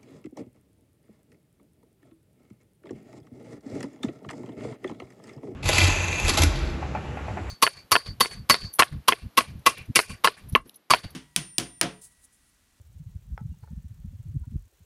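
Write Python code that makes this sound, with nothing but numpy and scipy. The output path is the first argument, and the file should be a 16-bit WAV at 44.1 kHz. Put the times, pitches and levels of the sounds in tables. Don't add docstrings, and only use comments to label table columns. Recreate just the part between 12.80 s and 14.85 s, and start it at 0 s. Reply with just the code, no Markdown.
import sys
import numpy as np
from scipy import signal
from scipy.fft import rfft, irfft
from scipy.io import wavfile

SR = 44100
rng = np.random.default_rng(int(sys.argv[2]) if len(sys.argv) > 2 else 0)


def digitize_waveform(pressure):
    field = np.atleast_2d(pressure).T
    bounded = np.clip(field, -1, 1)
    quanta = np.round(bounded * 32767).astype(np.int16)
    wavfile.write(sys.argv[1], SR, quanta)


def volts(x):
    e = np.asarray(x, float) / 20
    return 10 ** e


N = 90404

# centre_s [s], peak_db [dB], pitch_hz [Hz], length_s [s]
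SLOW_EDDIES = [(0.01, -43.5, 88, 0.021), (0.067, -49.5, 77.5, 0.047), (0.169, -39, 80, 0.03),
               (0.361, -28.5, 79, 0.018), (0.442, -53.5, 66, 0.041), (0.527, -27, 63.8, 0.034),
               (0.706, -32.5, 75, 0.037), (0.78, -52.5, 68.4, 0.03), (0.877, -46, 72, 0.058),
               (0.928, -37, 75.7, 0.043), (0.972, -32.5, 62.8, 0.038), (1.059, -33, 75, 0.026),
               (1.163, -57.5, 65.5, 0.055), (1.206, -46, 54.3, 0.044), (1.277, -36.5, 83.6, 0.042),
               (1.492, -33, 87.5, 0.039), (1.619, -29.5, 68.4, 0.031), (1.808, -46, 88.5, 0.025),
               (1.862, -52.5, 86, 0.034), (1.941, -66, 60, 0.048), (2.023, -49.5, 86, 0.029)]
# centre_s [s], peak_db [dB], pitch_hz [Hz], length_s [s]
QUICK_EDDIES = [(0.1, -48.5, 96, 0.014), (0.211, -37.5, 151.3, 0.03), (0.273, -36, 111, 0.027),
                (0.617, -29.5, 142, 0.011), (0.658, -27, 125, 0.017), (0.773, -50.5, 174, 0.017),
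                (0.834, -36.5, 105, 0.017), (0.933, -34.5, 183, 0.0118), (0.98, -34.5, 162, 0.015),
                (1.113, -36, 106, 0.026), (1.196, -46, 149, 0.025), (1.248, -32.5, 105, 0.013),
                (1.313, -44.5, 148, 0.023), (1.35, -37.5, 94.3, 0.04), (1.403, -34.5, 110.5, 0.025),
                (1.567, -22, 123.2, 0.019), (1.679, -31.5, 105.5, 0.016), (1.76, -21, 122, 0.0095),
                (1.928, -80, 264, 0.0092), (.39, -47, 100, .016), (1.756, -32, 65, .022),
                (.266, -46, 60, .022), (.616, -42, 70, .02), (1.745, -60, 400, .02)]
# centre_s [s], peak_db [dB], pitch_hz [Hz], length_s [s]
RIDING_EDDIES = [(.507, -39, 145, 0.013), (0.634, -37, 100, 0.022), (0.68, -43, 156, 0.034),
                 (.915, -34.5, 141, 0.014), (1.048, -40, 160, 0.0089), (1.255, -39, 191, 0.019),
                 (1.464, -34.5, 139, 0.021), (1.515, -39.5, 120, 0.031), (1.549, -28.5, 135, .015),
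                 (1.725, -38.5, 206, 0.014), (1.741, -36, 150, 0.012), (1.748, -29, 80, 0.018),
                 (.355, -44.5, 159, 0.028), (.235, -48, 67, 0.019), (0.425, -53, 95, .025),
                 (0.598, -49, 66, 0.058), (1.0, -40.5, 103, 0.018), (1.569, -34.5, 52, 0.055),
                 (1.601, -51.5, 170, 0.015), (1.83, -48.5, 62, 0.044), (2.01, -55, 162, 0.016),
                 (1.49, -64, 317, 0.051), (.7, -40, 130, 0.0089), (1.556, -43, 262, 0.021),
                 (1.758, -47, 310, 0.014), (1.679, -47, 228, 0.017), (1.335, -49, 220, 0.019),
                 (.745, -48, 132, 0.023), (.548, -42, 143, .022), (1.795, -58, 140, 0.015),
                 (1.712, -37, 92, .02), (.726, -38, 160, .018), (.292, -47, 165, .016),
                 (1.13, -53, 175, .016), (.155, -58, 170, .016), (.2, -45, 75, .025),
                 (1.872, -68, 250, .02), (.72, -58, 270, .02), (1.645, -55, 70, .02)]
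# time_s [s], level_db [dB]
GUST_STRENGTH = [(0, -64), (.19, -52), (.42, -56.5), (.53, -43), (.8, -56.5), (.95, -56.5), (1.13, -48),
                 (1.3, -53), (1.55, -45.5), (1.65, -59.5), (1.74, -42.5), (1.86, -65.5), (1.9, -81),
                 (2.05, -67)]
# pitch_hz [Hz], level_db [dB per Hz]
RUMBLE_COLOUR = [(15, -1), (25, -15), (42, 14), (59, 4.5), (140, 1), (247, -17), (328, -70), (420, -74.5),
                 (550, -59), (920, -120)]
# pitch_hz [Hz], level_db [dB per Hz]
HISS_COLOUR = [(180, -51), (300, 1.5), (759, -6.5), (1830, -8), (4860, -10.5), (6550, -9.5), (8970, -12.5),
               (10600, -12.5), (15800, -12.5)]
# start_s [s], peak_db [dB], contact_cut_hz [Hz], ring_share_db [dB], wood_pitch_ratio [ratio]
KNOCKS = [
    (.5775, -29, 3000, -19, 1.0),
    (.741, -60, 1200, -18, 1.1),
    (.831, -48, 750, -14, 1.1),
    (.837, -43, 950, -18, 1.05),
    (.8752, -45, 1150, -24, 1.03),
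    (.882, -44, 650, -22, 1.03),
    (.606, -51, 1000, -8, 1.02),
    (.6, -53, 1800, -20, 1.0),
    (.92, -56, 900, -20, 1.0),
]
# pitch_hz [Hz], level_db [dB], t60_s [s]
CONTACT_MODES = [(498, -8, 0.019), (850, 0, .02), (1450, 1.5, 0.013), (2150, -4, 0.0065),
                 (3400, -16.5, 0.012), (5320, -8.5, 0.017)]
# pitch_hz [Hz], level_db [dB], t60_s [s]
WOOD_MODES = [(415, -2, .12), (856, -1, .3), (1010, -8, .06), (1312, 2, .2), (1650, -12, .05)]
# first_tick_s [s], period_s [s], level_db [dB], pitch_hz [Hz], width_hz [Hz]
GRASSHOPPERS = [
    (.0150, .05655, -68, 9300, 1800),
    (.0165, .0593, -69, 7600, 1800),
]
# time_s [s], first_db [dB], second_db [dB]
SINGING_EFFORT = [(0, 1, 0), (.15, 1, 0), (.3, -1, -2), (.45, -2, -2), (.6, -1, 0), (.75, -2, 1),
                  (.9, -2, 1), (1.05, -1, 1), (1.2, -2, -1), (1.35, -2, -3), (1.5, 1, 0), (1.65, 1, -1),
                  (1.8, 0, 0), (1.95, 0, 0), (2.05, 0, 1)]
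# start_s [s], pitch_hz [Hz], level_db [dB], t60_s [s]
BELL_PARTIALS = [
    (.705, 2826, -74, 0.35),
    (.80, 4810, -75, 0.44),
    (.815, 4310, -72.5, 0.37),
    (.84, 1785, -76.5, 2.2),
    (1.41, 2830, -81, 0.31),
    (1.78, 1824, -85, 2),
]
# pitch_hz [Hz], width_hz [Hz], depth_db [dB]
PORT_DIPS = [(4950, 240, -2.5), (10650, 270, -4)]
# start_s [s], pitch_hz [Hz], peak_db [dB], rise_s [s]
PATS = [(.0, 550, -66, 0.0042), (0.832, 491, -64, 0.006), (0.841, 900, -60, 0.004), (.889, 880, -66, 0.005),
        (1.326, 540, -69, 0.0088), (1.635, 965, -62, 0.005), (1.635, 1417, -65, .004),
        (1.544, 368, -64, 0.013), (1.915, 550, -73, 0.01), (.831, 1350, -64, .004), (.915, 510, -70, .006),
        (1.924, 400, -73, .005), (1.984, 420, -75, .005), (2.034, 420, -73, .006), (.61, 415, -70, .008),
        (.829, 990, -64, .005), (.738, 890, -70, .004), (.607, 870, -62, .005), (.908, 910, -69, .005)]


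def at_hz(points, hz):
    table_hz, table_db = np.array(points).T
    return np.interp(np.log(hz + 0.0009), np.log(table_hz), table_db)


def rms_one(x):
    return x / np.sqrt(np.mean(x ** 2) + 1e-20)


def coloured(spectrum, low_hz, high_hz):
    hz = np.fft.rfftfreq(N, 1 / SR)
    low_skirt = 1 / (1 + (low_hz / (hz + 1e-3)) ** 4)
    high_skirt = 1 / (1 + (hz / high_hz) ** 6)
    white = rfft(rng.standard_normal(N))
    return rms_one(irfft(white * volts(at_hz(spectrum, hz)) * low_skirt * high_skirt, N))


def drift(rate_hz):
    r = np.exp(-2 * np.pi * rate_hz / SR)
    return rms_one(signal.lfilter([1], [1, -2 * r, r * r], rng.standard_normal(N + SR))[SR:])


def ring(clicks, hz, t60):
    r = volts(-60 / (t60 * SR))
    w = 2 * np.pi * hz / SR
    return signal.lfilter([0, np.sin(w)], [1, -2 * r * np.cos(w), r * r], clicks + 1e-18)


def rumble():
    gust_s, gust_db = np.transpose(GUST_STRENGTH)
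    lumps_db = 3.0 * drift(14.6)
    level_db = np.interp(np.arange(N) / SR, gust_s, gust_db) + lumps_db
    return volts(level_db) * coloured(RUMBLE_COLOUR, 32, 300)


def hiss():
    return volts(-70 + 0.89 * drift(37)) * coloured(HISS_COLOUR, 190, 21000)


def pats():
    t = np.arange(N) / SR
    total = np.zeros(N)
    for start, hz, db, rise in PATS:
        u = np.maximum(t - start, 0) / rise
        swell = u * np.exp(1 - u)
        total += volts(db) * swell * np.sin(2 * np.pi * hz * t)
    return (1 + 0.4 * drift(120)) * total


def eddies():
    width_share, gain_db, edge_db, pitch_slide = 0.3, 2, -33, 0.4
    out, t = np.zeros(N), np.arange(N) / SR
    band = signal.butter(4, [154, 276], "band", fs=SR, output="sos")
    fizz = volts(-30) * rms_one(signal.sosfilt(band, rng.standard_normal(N)))
    for table in (SLOW_EDDIES, QUICK_EDDIES, RIDING_EDDIES):
        for (start, db, hz, length), (turn, slide) in zip(table, rng.random((40, 2))):
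            i = slice(max(int((start - .1) * SR), 0), int((start + .1) * SR))
            u = t[i] - start
            bend = 1 + (slide - .6) * pitch_slide * u / length
            phase = 2 * np.pi * (turn + hz * u * bend)
            shape = np.exp(-.5 * (u / (width_share * length)) ** 2)
            edge = volts(edge_db) * shape * np.cos(2 * phase + 9 * slide)
            out[i] += volts(db + gain_db) * shape * (np.cos(phase) + fizz[i] + edge)
    return out


def grasshoppers():
    tick_s, jitter_s, spread_db = 0.0018, 0.0009, 1.0
    out, t = np.zeros(N), np.arange(N) / SR
    effort_s, *efforts = np.transpose(SINGING_EFFORT)
    for (first, period, db, hz, width_hz), effort_db in zip(GRASSHOPPERS, efforts):
        effort = volts(np.interp(t, effort_s, effort_db))
        luck = np.clip(rng.standard_normal((40, 5)), -1.5, 1.5)
        times = first + period * np.arange(40) + jitter_s * luck[:, 0]
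        bands = [(hz - width_hz, hz, 0), (hz, hz + width_hz, -1), (13000, 16000, -1.5)]
        for k, (low, high, part_db) in enumerate(bands):
            gate = np.zeros(N)
            for s, e in zip(times, luck):
                tick_db = spread_db * (e[1] + 0.69 * e[2 + k])
                gate += volts(tick_db) * np.exp(-.5 * ((t - s) / tick_s) ** 2)
            band = signal.butter(2, [low, high], "band", fs=SR, output="sos")
            noise = rms_one(signal.sosfilt(band, rng.standard_normal(N)))
            out += volts(db + part_db - 4) * effort * gate * noise
    return out


def spindle():
    chatter_s, chatter_per_s, chatter_db = .036, 700, -29
    grip_s, grip_fade_s, mode_luck_db = .036, .008, 1.5
    n = SR // 4
    t = np.arange(n) / SR
    out = np.zeros(N)
    for (start, db, cut_hz, ring_db, ratio), luck in zip(KNOCKS, rng.normal(0, mode_luck_db, (20, 14))):
        strike = np.zeros(n)
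        strike[0] = -volts(db - 4.5)
        chance, height = rng.random((2, n))
        hits = (chance < chatter_per_s / SR) * (t < chatter_s)
        strike += volts(db + chatter_db) * hits * (2 * height - 1)
        strike = signal.lfilter(*signal.butter(2, cut_hz, fs=SR), strike)
        body = np.zeros(n)
        for k, (hz, mode_db, t60) in enumerate(CONTACT_MODES):
            body += (-1) ** k * volts(mode_db + luck[k]) * ring(strike, hz, t60)
        for (hz, mode_db, t60), luck_db in zip(WOOD_MODES, luck[7:]):
            body += volts(mode_db + ring_db + luck_db) * ring(strike, hz * ratio, t60)
        held_s = grip_s * (1.3 if db > -35 else .7)
        body /= 1 + np.exp(np.minimum((t - held_s) / grip_fade_s, 50))
        i = int(start * SR)
        out[i:i + n] += body[:N - i]
    return out


def bells():
    t = np.arange(N) / SR
    out = np.zeros(N)
    for start, hz, db, t60 in BELL_PARTIALS:
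        decay = volts(db - 60 * np.maximum(t - start, 0) / t60)
        attack = np.clip((t - start) / .008, 0, 1)
        out += decay * attack * np.sin(2 * np.pi * hz * t)
    return out


def scene():
    mix = rumble() + hiss() + pats() + eddies() + grasshoppers() + spindle() + bells()
    return mix[None]


def top_cut(x):
    return signal.sosfilt(signal.butter(12, 15910, fs=SR, output="sos"), x)


def record(dry):
    low_cut_hz, top_cut_hz = 34, 15830
    hz = np.fft.rfftfreq(N, 1 / SR)
    dips_db = sum(db * np.exp(-.5 * ((hz - dip_hz) / width_hz) ** 2) for dip_hz, width_hz, db in PORT_DIPS)
    response = volts(dips_db) * (hz < top_cut_hz)
    cut = signal.sosfilt(signal.butter(3, low_cut_hz, "high", fs=SR, output="sos"), dry)
    return top_cut(irfft(rfft(cut) * response, N))


dry = scene()
out = record(dry)
digitize_waveform(out)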